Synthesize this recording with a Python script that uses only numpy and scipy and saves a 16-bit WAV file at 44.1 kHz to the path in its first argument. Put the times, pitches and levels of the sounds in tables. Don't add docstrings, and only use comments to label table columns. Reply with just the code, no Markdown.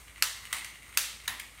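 import sys
import numpy as np
from scipy import signal
from scipy.fft import rfft, irfft, next_fast_len
from scipy.io import wavfile
from scipy.ndimage import uniform_filter1d

SR = 44100
rng = np.random.default_rng(int(sys.argv[2]) if len(sys.argv) > 2 else 0)


def put_to_file(sound):
    columns = np.atleast_2d(sound).T
    safe = np.clip(columns, -1, 1)
    whole_steps = np.round(safe * 32767)
    wavfile.write(sys.argv[1], SR, whole_steps.astype(np.int16))


def boost(x):
    u = np.asarray(x, float) / 20
    return 10 ** u


N = 70560
LEAD_S = .002

# pitch_hz [Hz], level_db [dB]
CRACK = [(300, -44), (900, -29.5), (1300, -9.5), (2000, -9.5), (5000, -13.5), (9000, -15), (16000, -21)]


def level(x, db):
    return x * boost(db) / np.sqrt(np.mean(x ** 2))


def colour(x, points):
    hz, db = np.array(points).T
    size = next_fast_len(len(x))
    pitch = np.fft.rfftfreq(size, 1 / SR)
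    gain = boost(np.interp(np.log(pitch + 1), np.log(hz), db))
    return irfft(rfft(x, size) * gain, size)[:len(x)]


def ring(x, peaks):
    total = 0
    for k, (hz, width, db) in enumerate(peaks):
        b, a = signal.iirpeak(min(hz, .45 * SR), hz / width, SR)
        total = total + (-1) ** k * boost(db) * signal.lfilter(b, a, x)
    return total


def strike(x, peaks):
    total = 0
    for hz, width, db in peaks:
        narrow = ring(x, [(hz, width, 0)])
        steep = ring(narrow, [(hz, 4 * width, 0)])
        total = total + level(steep, db) * np.sqrt(width)
    return total


def chatter(length_s, noise, rise_share=.25):
    fade_s = 0.00061
    t = np.arange(len(noise)) / SR - LEAD_S
    rise = np.clip(t / (rise_share * length_s), 0, 1)
    fade = np.exp(-np.maximum(t - length_s, 0) / fade_s)
    return noise * rise * fade


def add(track, at_s, sound):
    i = int((at_s - LEAD_S) * SR)
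    track[i:i + len(sound)] += sound[:N - i]


def room_tone():
    # pitch_hz [Hz], level_db [dB per Hz]
    air_colour = [(18, -42), (30, -11), (70, 4), (378, -9), (2160, -11.5), (4900, -18.5), (8760, -10.5),
                  (15200, -25), (16500, -47)]
    # pitch_hz [Hz], width_hz [Hz], level_db [dB]
    hum_parts = [(54.5, 2, -60), (94, 8.4, -68.5)]
    t = np.arange(N) / SR
    air = level(colour(rng.standard_normal(N), air_colour), -57.5)
    (hz, wander_hz, db), (low_hz, width, low_db) = hum_parts
    drift = level(uniform_filter1d(rng.standard_normal((2, N)), SR // 8), 0)
    turns = np.cumsum(hz + .3 * wander_hz * drift[1]) / SR
    hum = np.sqrt(2) * boost(db + 1.0 * drift[0]) * np.sin(2 * np.pi * turns + 1.8)
    low_peak = [(low_hz, width, 0)]
    rumble = level(ring(ring(rng.standard_normal(N), low_peak), low_peak), low_db)
    earlier_t60_s = 1
    earlier = level(colour(rng.standard_normal(N), CRACK), -58) * boost(-60 * t / earlier_t60_s)
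    return air + hum + rumble + earlier


def whirr():
    # pitch_hz [Hz], width_hz [Hz], level_db [dB]
    shell_peaks = [(1204, 420, -5), (2042, 440, -0.5), (2770, 233, -5), (3710, 1300, -12),
                   (6660, 1860, -16), (8670, 560, -8.5), (13000, 6600, -19.5)]
    # start_s [s], whirr level_db [dB]
    load = [(0, -47.5), (.06, -60), (.08, -53.5), (.13, -61), (.16, -54), (.22, -51), (.44, -52),
            (.46, -47), (.6, -56.5), (.69, -54), (.8, -59.5), (.83, -57), (.91, -56.5), (.93, -51.5),
            (1.2, -55), (1.35, -54.5), (1.55, -58), (1.581, -52.5)]
    teeth_per_s, teeth_scatter_db = 1200, 3.5
    puffs_per_s, puff_db = 35, 3.5
    chance = rng.random(N)
    size = np.minimum(rng.exponential(size=N), 2)
    sign = np.sign(rng.standard_normal(N))
    teeth = (chance < teeth_per_s / SR) * sign * boost(teeth_scatter_db * size)
    span = SR // puffs_per_s
    swell = uniform_filter1d(rng.standard_normal(N), span)
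    puffs = level(uniform_filter1d(swell, span // 2), 0)
    pushed = teeth * boost(puff_db * puffs)
    shell = 0
    for hz, width, db in shell_peaks:
        shell = shell + ring(ring(pushed, [(hz, width, db)]), [(hz, width, 0)])
    start_s, load_db = np.array(load).T
    return level(shell, -2) * boost(np.interp(np.arange(N) / SR, start_s, load_db))


def ticks():
    # start_s [s], peak level_db [dB], brightness_db [dB]
    taps = [(.074, -44, -12), (.0805, -38, -14), (.095, -45, -14), (.106, -44, -14), (.1590, -38, -16),
            (.178, -43, -14), (.184, -42, -14), (.209, -46, -14), (.4526, -29, -5), (.47, -39, -8),
            (.5665, -26, 5), (.583, -28, 0), (.6454, -26, 1), (.648, -31, -3), (.7557, -38, -12),
            (.822, -43, -10), (.8295, -39, -5), (.862, -45, -12), (.926, -41, -12), (.940, -41, -12),
            (.945, -38, -6), (.949, -38, -6), (1.2, -39, -8), (1.257, -37, -6), (1.3962, -29, 3),
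            (1.3988, -25, -4), (1.5758, -41, -10), (1.585, -42, -10)]
    # pitch_hz [Hz], width_hz [Hz], level_db [dB]
    tick_body = [(1600, 500, -12), (2150, 500, 0), (2750, 700, -3)]
    # pitch_hz [Hz], level_db [dB]
    tick_crack = [(1500, -30), (3000, -6), (6000, -1), (9500, 0), (12500, -6), (16000, -12)]
    contact_s = .0022
    out = np.zeros(N)
    noise = rng.standard_normal((len(taps), 2, 1024))
    for (at_s, db, bright_db), (body_noise, crack_noise) in zip(taps, noise):
        body = strike(chatter(contact_s, body_noise), tick_body)
        body = level(ring(body, [(2120, 1170, 0)]), 0)
        crack = level(colour(chatter(contact_s, crack_noise), tick_crack), bright_db)
        tap = body + crack
        add(out, at_s, tap * boost(db) / np.abs(tap).max())
    return out


def room_response():
    # pitch_hz [Hz], time to fall by 60 dB [s]
    decay = [(500, 0.61), (1320, 0.45), (3480, 0.67), (9190, 0.47), (15000, 0.3)]
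    build_s = 0.0013
    t = np.arange(SR) / SR
    hz, t60 = np.array(decay).T
    tail = 0
    for centre in 250 * 2 ** np.arange(0, 6.1, .5):
        edges = [centre / 1.19, centre * 1.19]
        band_filter = signal.butter(2, edges, "band", fs=SR, output="sos")
        band = signal.sosfilt(band_filter, rng.standard_normal(SR))
        tail = tail + band * boost(-60 * t / np.interp(np.log(centre), np.log(hz), t60))
    tail = tail * (1 - np.exp(-(t / build_s) ** 2))
    return tail / np.sqrt(np.sum(tail ** 2))


def knocks():
    # start_s [s], peak level_db [dB], chatter length_s [s]
    hits = [
        (.2232, -4, .0016),
        (.5270, -14.5, .0030),
        (.9729, -7, .0022),
        (1.2770, -15, .0033),
    ]
    # pitch_hz [Hz], width_hz [Hz], level_db [dB]
    slap_1 = [(1386, 360, 1), (3220, 270, -1), (4655, 750, 6.5), (6100, 430, 2.5), (6480, 320, 0),
              (8260, 1400, -2), (9200, 750, -13), (9850, 210, -18), (12100, 670, 2), (13400, 240, -19),
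              (15000, 400, -12), (16400, 570, -4)]
    drop_1 = [(1870, 650, 2.5), (3140, 370, 2.5), (3650, 180, 4), (4600, 220, -21), (5700, 490, -7),
              (6160, 210, -20), (9050, 320, 0), (11400, 140, -23), (11700, 550, -3.5), (13500, 200, -19)]
    slap_2 = [(1730, 230, -0.5), (2650, 830, 3), (4460, 480, 3.5), (6420, 690, 1), (7670, 790, 0.5),
              (9400, 250, -9), (12000, 990, -2), (13700, 860, -2.5)]
    drop_2 = [(990, 300, -7), (1870, 320, 7), (2520, 200, -20), (2960, 220, 6.5), (3840, 400, 9),
              (5500, 400, -14), (6800, 400, -13), (9060, 380, 2), (11550, 190, -5), (13000, 400, -14),
              (15850, 550, -1)]
    # pitch_hz [Hz], level_db [dB]
    slap_wash_1 = [(180, -42), (300, -33), (1210, -5.5), (1510, -5), (1930, -3), (2440, -10.5),
                   (2700, -5.5), (9090, -7.5), (16000, -14.5)]
    slap_wash_2 = [(300, -24), (1050, -14.5), (1250, -7), (2000, -6), (2700, -4), (4500, -6.5),
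                   (9000, -6.5), (16000, -10.5)]
    drop_wash = [(150, 0), (450, -24), (1000, -2), (1500, -6), (3700, -6), (5500, -13.5), (9000, -13),
                 (16000, -14)]
    # pitch_hz [Hz], width_hz [Hz], level_db [dB]
    drop_ring = [
        [(2030, 200, 10), (8900, 500, 13)],
        [(1900, 200, 7), (11050, 160, 12)],
    ]
    wash_levels = [3, -1, 4.5, -2.5]
    rise_shares = [.4, .4, .05, .6]
    bodies = (slap_1, drop_1, slap_2, drop_2)
    direct, wash = np.zeros(N), np.zeros(N)
    noise = rng.standard_normal((len(hits), 2, 1024))
    for k, (at_s, db, length_s) in enumerate(hits):
        body = level(strike(chatter(length_s, noise[k, 0], rise_shares[k]), bodies[k]), 0)
        crack = level(colour(chatter(length_s, noise[k, 1], rise_shares[k]), CRACK), -3.5)
        knock = body + crack
        add(direct, at_s, boost(db) * knock / np.abs(knock).max())
        tail = np.r_[np.zeros(88), room_response()]
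        if k % 2:
            tail = colour(tail + ring(tail, drop_ring[k // 2]), drop_wash)
        else:
            tail = colour(tail, (slap_wash_1, slap_wash_2)[k // 2])
        add(wash, at_s, tail * boost(wash_levels[k]) / np.sqrt(np.sum(tail ** 2)))
    return direct, wash


def scene():
    # delay_s [s], level_db [dB]
    echoes = [(.0052, -12), (.0094, -13), (.0148, -15), (.0185, -18)]
    hit, wash = knocks()
    small, gears = ticks(), whirr()
    out = hit + small + gears + wash + room_tone()
    for delay_s, db in echoes:
        lag = int(delay_s * SR)
        out[lag:] += boost(db) * (hit + small)[:-lag]
    feed = boost(-3.5) * small + boost(-3) * gears
    reverb = signal.fftconvolve(feed, room_response())[:N]
    return (out + reverb)[None]


def low_pass(x):
    return signal.sosfilt(signal.butter(12, 17120, fs=SR, output="sos"), x)


def record(dry):
    top_cut = signal.ellip(8, .3, 34, 15750, fs=SR, output="sos")
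    mix = signal.sosfilt(top_cut, dry)
    return low_pass(mix)


dry = scene()
out = record(dry)
put_to_file(out)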